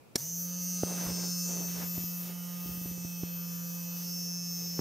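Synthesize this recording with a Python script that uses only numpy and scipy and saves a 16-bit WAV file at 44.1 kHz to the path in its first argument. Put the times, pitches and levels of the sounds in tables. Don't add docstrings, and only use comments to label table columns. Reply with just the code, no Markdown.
import sys
import numpy as np
from scipy import signal
from scipy.fft import rfft, irfft
from scipy.io import wavfile

SR = 44100
rng = np.random.default_rng(int(sys.argv[2]) if len(sys.argv) > 2 else 0)


def amplitude_ratio(level_db):
    exponent = np.asarray(level_db, float) / 20
    return 10 ** exponent


def log_audio(samples):
    frames = np.atleast_2d(samples).T
    limited = np.clip(frames, -1, 1)
    pcm = np.round(limited * 32767).astype(np.int16)
    wavfile.write(sys.argv[1], SR, pcm)


N = 212032

# frequency in Hz, density in dB per Hz.
ROOM_SPECTRUM = [(25, 8), (60, -23), (120, 4.5), (300, -5.5), (460, -1.5), (600, -7.5), (1000, -11.5),
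                 (2000, -21.5), (2400, -14), (3000, -23), (8000, -26), (16000, -26.5)]
ROOM_DB = -56.5

# start in seconds, length in seconds, rub in dB, brightness in dB, weight in dB.
FINGER_SLIDES = [(0.194, 0.11, -64, -29, -9), (0.862, 0.11, -43, -10, -19), (0.946, 0.13, -46.5, 1.5, -24),
                 (1.053, .07, -43, -5, 0), (1.114, 0.17, -47.5, -6.5, -13), (1.475, 0.17, -46.5, -10, -26),
                 (1.675, 0.087, -57, 5, -8), (1.746, .12, -49.5, 3.5, -7), (1.943, 0.085, -53, -3, 1),
                 (2.206, 0.13, -56, 2.5, -8), (2.664, 0.073, -68, -14, 20), (2.846, 0.094, -72, 5, 18),
                 (2.97, 0.16, -64, -17, 6), (3.204, 0.095, -63, -9, -15), (3.97, 0.086, -77, 11, -2),
                 (4.56, 0.23, -58.5, -12, -7), (4.777, 0.069, -48.5, -4, -5)]
SLIDE_EDGE_SHARE = .6
HISS_DB, HISS_FOLLOWS = -51.5, 0.32
REST_RUMBLE_DB, REST_LOW_DB, REST_HIGH_DB, REST_HISS_DB = -73, -71, -63, -66

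# start in seconds, peak in dB, contact in ms, signed direction (factor).
SOFT_BUMPS = [(0.834, -10.5, 1.53, 0.62), (1.068, -27.5, 4.2, -0.94), (1.478, -41, 2.7, 0.51),
              (1.979, -23.5, 2.9, -0.76), (2.039, -32, 2.9, -1), (2.658, -30, 2.8, -0.67),
              (2.691, -33.5, 2.9, -0.82), (2.715, -45, 1.4, -0.4), (2.751, -38, 2.5, -1.1),
              (2.774, -29, 3.4, -0.5), (2.814, -37, 3.1, -1.2), (2.857, -28.5, 2.9, -1.03),
              (2.913, -34, 3.2, -1.2), (2.978, -34, 2.3, -0.68), (3.048, -26.5, 3, -0.7),
              (3.2336, -17, 2.7, -0.52), (4.7920, -25, 0.49, 0.72), (4.7925, -17.5, 2.25, -0.83)]
# frequency in Hz, level in dB, T60 in seconds.
BUMP_MODES = [(1400, -40, .006), (1800, -31, .007), (2250, -42, .004)]
MOUNT_CUT_HZ, MOUNT_HZ, MOUNT_T60_S, MOUNT_DB = 200, 147, 0.023, -44

# time in seconds, level in dB.
SWITCH_TOUCHES = [(.1530, -48), (.1545, -44), (.1563, -27), (.1569, -21), (.1576, -20), (.1583, -24),
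                  (.1598, -26), (.1620, -28), (.1630, -28), (.1652, -36), (.167, -38)]
# frequency in Hz, level in dB, T60 in seconds.
HOUSING_MODES = [(248, -35.5, 0.075), (464, -57, 0.042), (725, -16, 0.031), (1717, -19, 0.044),
                 (2280, -20, 0.021), (3340, -29, 0.015), (4140, -6, 0.0084), (5040, -7.5, 0.011),
                 (5680, -3, 0.02), (7150, -13, 0.021), (8270, -11.5, 0.014), (10650, -4, 0.0029),
                 (12200, -6, 0.0029), (1110, -23, 0.012)]
# time in seconds, frequency in Hz, T60 in seconds, peak in dB.
STOP_THUD = (.1560, 380, .008, -22.5)
SNAP_PEAK_DB = -13.5

# time in seconds, full speed in turns per second, hum in dB,
# hum left-right difference in dB.
MOTOR_COURSE = [(.17, 172, -60, -5), (.22, 172, -47.5, -5), (.29, 173, -47, -3), (.34, 173, -43, -2.2),
                (.5, 176.5, -40.2, -2.8), (.7, 178.4, -39.2, -2.9), (1.02, 176.4, -37.4, -3),
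                (1.5, 175.9, -38.2, -4.7), (1.7, 174.6, -38.7, -4.4), (2.04, 174.8, -39.8, -3.3),
                (2.3, 175.5, -41.2, -4.3), (2.78, 176.2, -40.5, -4), (3.22, 173.2, -41, -4.5),
                (3.45, 172.7, -39.8, -4.1), (3.72, 172.2, -40.2, -4.2), (4.2, 175, -40.3, -2.2),
                (4.46, 173.4, -40.4, -1.5), (4.81, 173, -40.6, -1.7)]
# multiple of a turn, level in dB.
ROTOR_ORDERS = [(1, 0), (3, -26)]
# multiple of a turn, mode in Hz, width in Hz,
# level relative to the hum in dB, build-up in seconds.
COMMUTATOR_WHINE = (15, 2590, 140, -21, .4)
ON_S, RUN_UP_S, START_SHARE = .158, .045, .45

CONTACT_PHASES = [.04, .17, .43, .62, .80]
CONTACT_FORCES = [-3.5, -5.5, -3.5, -0.5, -6]
# time in seconds, looseness of grip in dB, open base facing the microphone
# in dB, stalks turned towards it in dB.
HAND_GRIP = [(.17, -1.5, 6.5, 25), (.3, 9, -15, -6), (.5, 1.5, -1, -1), (.71, 6.5, -4, 14), (.84, 1, 5, 20),
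             (1.07, 0, 5, 17), (1.3, 3, 3.5, -4), (1.49, 5.5, 1.5, 2), (1.62, 3, 0, 2),
             (1.94, -0.5, 1, -13), (2.38, -7, 2, 7), (2.75, -6.5, 3, 12), (3.06, -1.5, -1.5, -1),
             (3.4, -6, 2, -13), (3.66, -2.5, 1.5, -24), (4.02, -3, 0, -6), (4.22, 1.5, -6.5, 9),
             (4.81, 2, -11.5, -16)]
# frequency in Hz, width in Hz, level in dB, left-right
# difference in dB, share of base (factor), share of stalks (factor).
SKIRT_MODES = [(660, 410, -10, -19, 0, 0.3), (1110, 520, -11, -24, 0.43, 0.043), (1270, 460, -5, 7.5, 1, 0),
               (1636, 620, -5, -6.5, 0.36, 0), (2060, 1000, -8, -12, 0.045, 0.23),
               (2956, 350, -2.5, 4, 0, 0), (3424, 660, -6, -4, 0.49, 0.043)]
WAIST_MODES = [(5420, 330, 0, -1, 0, 0), (5180, 300, -9, -1, 0, 0)]
BODY_MODES = [(4780, 1140, -12, -1.5, 1.32, 0), (6017, 500, -1, -3, 0.19, 0.024),
              (6263, 580, -3, 0.5, 0.025, 0), (6990, 910, -7.5, -1.5, 0.34, 0),
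              (8130, 260, -16.5, 6.5, 1, 0.023), (8620, 490, -12, 1, 0.79, 0.14),
              (9570, 2200, -15.5, -13.5, 0.46, 0.02)]
STALK_MODES = [(13480, 450, -1, 3, 0, -.2), (13900, 500, 0, 3, 0, 0), (14350, 500, -6, 2.5, 0, .3),
               (9660, 1500, -18.5, -3, 0, 0), (11270, 450, -14, -12, 0.035, 0.37),
                (12200, 540, -20, 16, 0.016, 0.033), (14700, 2700, -20.5, 31, 0.035, 0)]
BODY_DB, SKIRT_DB, SKIRT_FOLLOWS = -47, -64.5, -0.18
WAIST_DB, STALK_DB = -58, -50
# start in seconds, length in seconds, gain in dB.
WAIST_LIFTS = [
    (.6, 0.17, 3),
    (1.05, 0.43, 13),
    (1.65, 0.5, 8.5),
    (2.98, 0.32, 5.5),
    (3.35, 0.66, 2),
    (4.02, 0.98, 13.5),
]
# start in seconds, length in seconds, gain in dB.
STALK_SWINGS = [(.2, 0.11, 3), (.37, .11, 10.5), (.58, 0.17, 4), (1.03, 0.043, 5), (1.27, 0.23, 3),
                (1.85, 0.44, 6), (2.42, .5, 2.5), (3.38, 0.16, 2), (3.85, 0.34, 3.5), (4.45, 0.52, 2.5)]
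LIFT_S = 0.15

CUTOFF_HZ = 15680


def rms_one(x):
    return x / np.sqrt(np.mean(x ** 2) + 1e-20)


def in_time(rows):
    s, *columns = np.transpose(rows)
    return [np.interp(np.arange(N) / SR, s, c) for c in columns]


def pan(x, db):
    return x * amplitude_ratio(np.array([db / 2, -db / 2]).reshape(2, -1))


def high_pass(x, hz, order=2):
    return signal.sosfilt(signal.butter(order, hz, "high", fs=SR, output="sos"), x)


def band(x, low_hz, high_hz):
    return signal.sosfilt(signal.butter(2, [low_hz, high_hz], "band", fs=SR, output="sos"), x)


def drift(shape, steps):
    r = np.exp(-1 / steps)
    white = rng.standard_normal((*shape[:-1], shape[-1] + 500))
    return rms_one(signal.lfilter([1], [1, -2 * r, r * r], white)[..., 500:])


def ring(drive, hz, t60):
    r, w = amplitude_ratio(-60 / (t60 * SR)), 2 * np.pi * hz / SR
    return signal.lfilter([0, np.sin(w)], [1, -2 * r * np.cos(w), r * r], drive + 1e-18)


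def ring_twice(drive, hz, t60):
    return ring(ring(drive, hz, t60), hz, t60)


def clicks_at(seconds, sizes):
    at = np.ravel(seconds) * SR
    taps = np.floor(at)[:, None] + np.arange(-7, 9)
    offset = taps - at[:, None]
    shape = np.sinc(offset) * np.cos(np.pi * offset / 16) ** 2
    index = np.clip(taps, 0, N - 1).astype(int).ravel()
    return np.bincount(index, (shape * np.ravel(sizes)[:, None]).ravel(), N)


def noise_pair(alike):
    mid, side = rng.standard_normal((2, N))
    alike = np.clip(alike, 0, 1)
    return np.sqrt(1 + alike) * mid + np.sqrt(1 - alike) * side * [[1], [-1]]


def spans(starts, lengths, edge_s):
    t = np.arange(N) / SR - np.reshape(starts, (-1, 1))
    ramp = np.minimum(t, np.reshape(lengths, (-1, 1)) - t) / edge_s + .5
    return np.sin(np.pi / 2 * np.clip(ramp, 0, 1)) ** 2


def freed(rows):
    s, length, gain_db = np.transpose(rows)
    return gain_db @ spans(s, length, LIFT_S)


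def room():
    hz, level_db = np.transpose(ROOM_SPECTRUM)
    bins_hz = np.fft.rfftfreq(N, 1 / SR) + 1
    colour = amplitude_ratio(np.interp(np.log(bins_hz), np.log(hz), level_db))
    return amplitude_ratio(ROOM_DB) * rms_one(irfft(rfft(noise_pair(0.067)) * colour, N))


def fingers():
    s, length, rub_db, bright_db, weight_db = np.transpose(FINGER_SLIDES)
    slides = spans(s, length, SLIDE_EDGE_SHARE * length[:, None]) ** 2
    base_db = in_time(HAND_GRIP)[1]

    def level(db, rest_db):
        return np.sqrt(amplitude_ratio(db) ** 2 @ slides + amplitude_ratio(rest_db) ** 2)

    def bite(db):
        return db - 5.5 + np.minimum(db + 52.0, 0)

    lumps = amplitude_ratio(1.3 * drift((N,), 160) + 1.73 * drift((N,), 420))
    deep = band(band(noise_pair(0.93), 55, 200), 55, 200)
    rumble = level(rub_db + weight_db, REST_RUMBLE_DB) * rms_one(deep)
    low = level(rub_db, REST_LOW_DB) * rms_one(lumps * band(noise_pair(0.91), 152, 644))
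    high_level = level(bite(rub_db + bright_db), bite(REST_HIGH_DB))
    high = high_level * rms_one(lumps * band(noise_pair(0.17), 800, 2100))
    hiss_db = HISS_DB + HISS_FOLLOWS * (rub_db + 47) + 0.29 * bright_db
    hiss_level = level(hiss_db, REST_HISS_DB + 0.27 * base_db)
    hiss = hiss_level * rms_one(band(noise_pair(0.89), 1850, 8700))
    touching = np.arange(N) > .2 * SR
    return pan((rumble + low + high + hiss) * touching, -0.33)


def bumps():
    pushes = np.zeros(N)
    for s, peak_db, contact_ms, direction in SOFT_BUMPS:
        push = np.hanning(round(contact_ms * SR / 1000) + 2)
        push = push ** .55
        at = round(s * SR)
        pushes[at:at + len(push)] += direction * amplitude_ratio(peak_db) * push
    pressure = high_pass(pushes, MOUNT_CUT_HZ, order=1)
    rebound = amplitude_ratio(MOUNT_DB) * ring(pressure, MOUNT_HZ, MOUNT_T60_S)
    knock = sum(amplitude_ratio(db) * ring(pushes, hz, t60) for hz, db, t60 in BUMP_MODES)
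    return pan(1.3 * pressure + rebound + knock, -1.8)


def switch():
    s, level_db = np.transpose(SWITCH_TOUCHES)
    scrape_decay = amplitude_ratio(-60 / (.003 * SR))
    touches = signal.lfilter([1], [1, -scrape_decay], clicks_at(s, amplitude_ratio(level_db)))
    snap = 0
    for hz, mode_db, t60 in HOUSING_MODES:
        grain = .7 if hz < 1300 else rng.standard_normal(N)
        snap = snap + amplitude_ratio(mode_db) * ring(touches * grain, hz, t60)
    snap = high_pass(snap, 160)
    s, hz, t60, peak_db = STOP_THUD
    thud = ring_twice(clicks_at([s], [1]), hz, t60)
    snap = amplitude_ratio(SNAP_PEAK_DB) * snap / np.abs(snap).max()
    thud = amplitude_ratio(peak_db) * thud / np.abs(thud).max()
    return pan(snap + thud, -1.5)


def shell_part(modes, turns, base_db, stalks_db, rough, scrape_db):
    count, out = int(turns[-1]), 0
    contacts = len(CONTACT_PHASES)
    place = np.arange(count) + np.array(CONTACT_PHASES)[:, None]
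    place = place + 0.004004 * drift((contacts, count), 58.5)
    when = np.interp(place, turns, np.arange(N) / SR)
    loose = rough * amplitude_ratio(base_db[(when * SR).astype(int)] + 5.0) + 0.31 * np.exp(-place / 30)
    for hz, width_hz, level_db, pan_db, base, stalks in modes:
        usual = amplitude_ratio(np.array(CONTACT_FORCES))[:, None] * rng.choice([-1, 1], (contacts, 1))
        force = usual + .5 * drift(place.shape, 27.7) + 0.34 * drift(place.shape, 2.9)
        force = force / np.sqrt(np.mean(force ** 2, axis=0))
        ticks = rms_one(clicks_at(when, force + loose * rng.standard_normal(place.shape)))
        drive = ticks + amplitude_ratio(scrape_db) * noise_pair(0.81)
        wander_db = np.repeat(1.5 * drift((N // 100 + 1,), 22.4), 100)[:N]
        t60 = np.log(1000) / np.pi / width_hz
        rung = rms_one(ring_twice(drive, hz, t60))
        gain_db = level_db + base * base_db + stalks * stalks_db + wander_db
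        out = out + pan(rung * amplitude_ratio(gain_db), pan_db + wander_db)
    return out


def rotor_tones(speed, turns):
    tones = 0
    for k, db in ROTOR_ORDERS:
        unsteady_db = (k > 1) * 2.0 * drift((N,), 1200)
        tones = tones + amplitude_ratio(db + unsteady_db) * np.sin(2 * np.pi * k * turns)
    order, mode_hz, width_hz, whine_db, build_s = COMMUTATOR_WHINE
    build_up = np.clip(np.arange(N) / SR / build_s - .6, .05, 1)
    tuned = build_up / (1 + ((order * speed - mode_hz) / width_hz) ** 2)
    whine_level = amplitude_ratio(whine_db + 2.0 * drift((N,), 3100))
    return tones + whine_level * tuned * np.sin(2 * np.pi * round(order) * turns)


def motor():
    speed, hum_db, hum_pan_db = in_time(MOTOR_COURSE)
    loose_db, *held = in_time(HAND_GRIP)
    since = np.maximum(np.arange(N) / SR - ON_S, 0)
    on = np.clip(since / .02, 0, 1)
    speed = speed * (1 - (1 - START_SHARE) * np.exp(-since / RUN_UP_S))
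    turns = np.cumsum(speed * on + 1e-6) / SR
    hum = pan(np.sqrt(2) * amplitude_ratio(hum_db) * rotor_tones(speed, turns), hum_pan_db)

    skirt = shell_part(SKIRT_MODES, turns, *held, rough=.15, scrape_db=-20)
    waist = shell_part(WAIST_MODES, turns, *held, rough=.12, scrape_db=-20)
    body = shell_part(BODY_MODES, turns, *held, rough=.14, scrape_db=-18)
    stalks = shell_part(STALK_MODES, turns, *held, rough=0.031, scrape_db=-17.0)
    shell = amplitude_ratio(SKIRT_DB + SKIRT_FOLLOWS * loose_db) * skirt
    shell += amplitude_ratio(WAIST_DB + freed(WAIST_LIFTS)) * waist
    shell += amplitude_ratio(BODY_DB + loose_db) * body
    shell += amplitude_ratio(STALK_DB + freed(STALK_SWINGS)) * stalks
    return on * (hum + np.clip(since / 0.028, 0, 1) * shell)


def scene():
    return room() + fingers() + bumps() + switch() + motor()


def band_limit(x):
    return signal.sosfilt(signal.butter(12, 16680, fs=SR, output="sos"), x)


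def record(dry):
    x = high_pass(dry, 60)
    x = signal.sosfilt(signal.ellip(14, .1, 80, CUTOFF_HZ, fs=SR, output="sos"), x)
    return band_limit(x)


dry = scene()
out = record(dry)
log_audio(out)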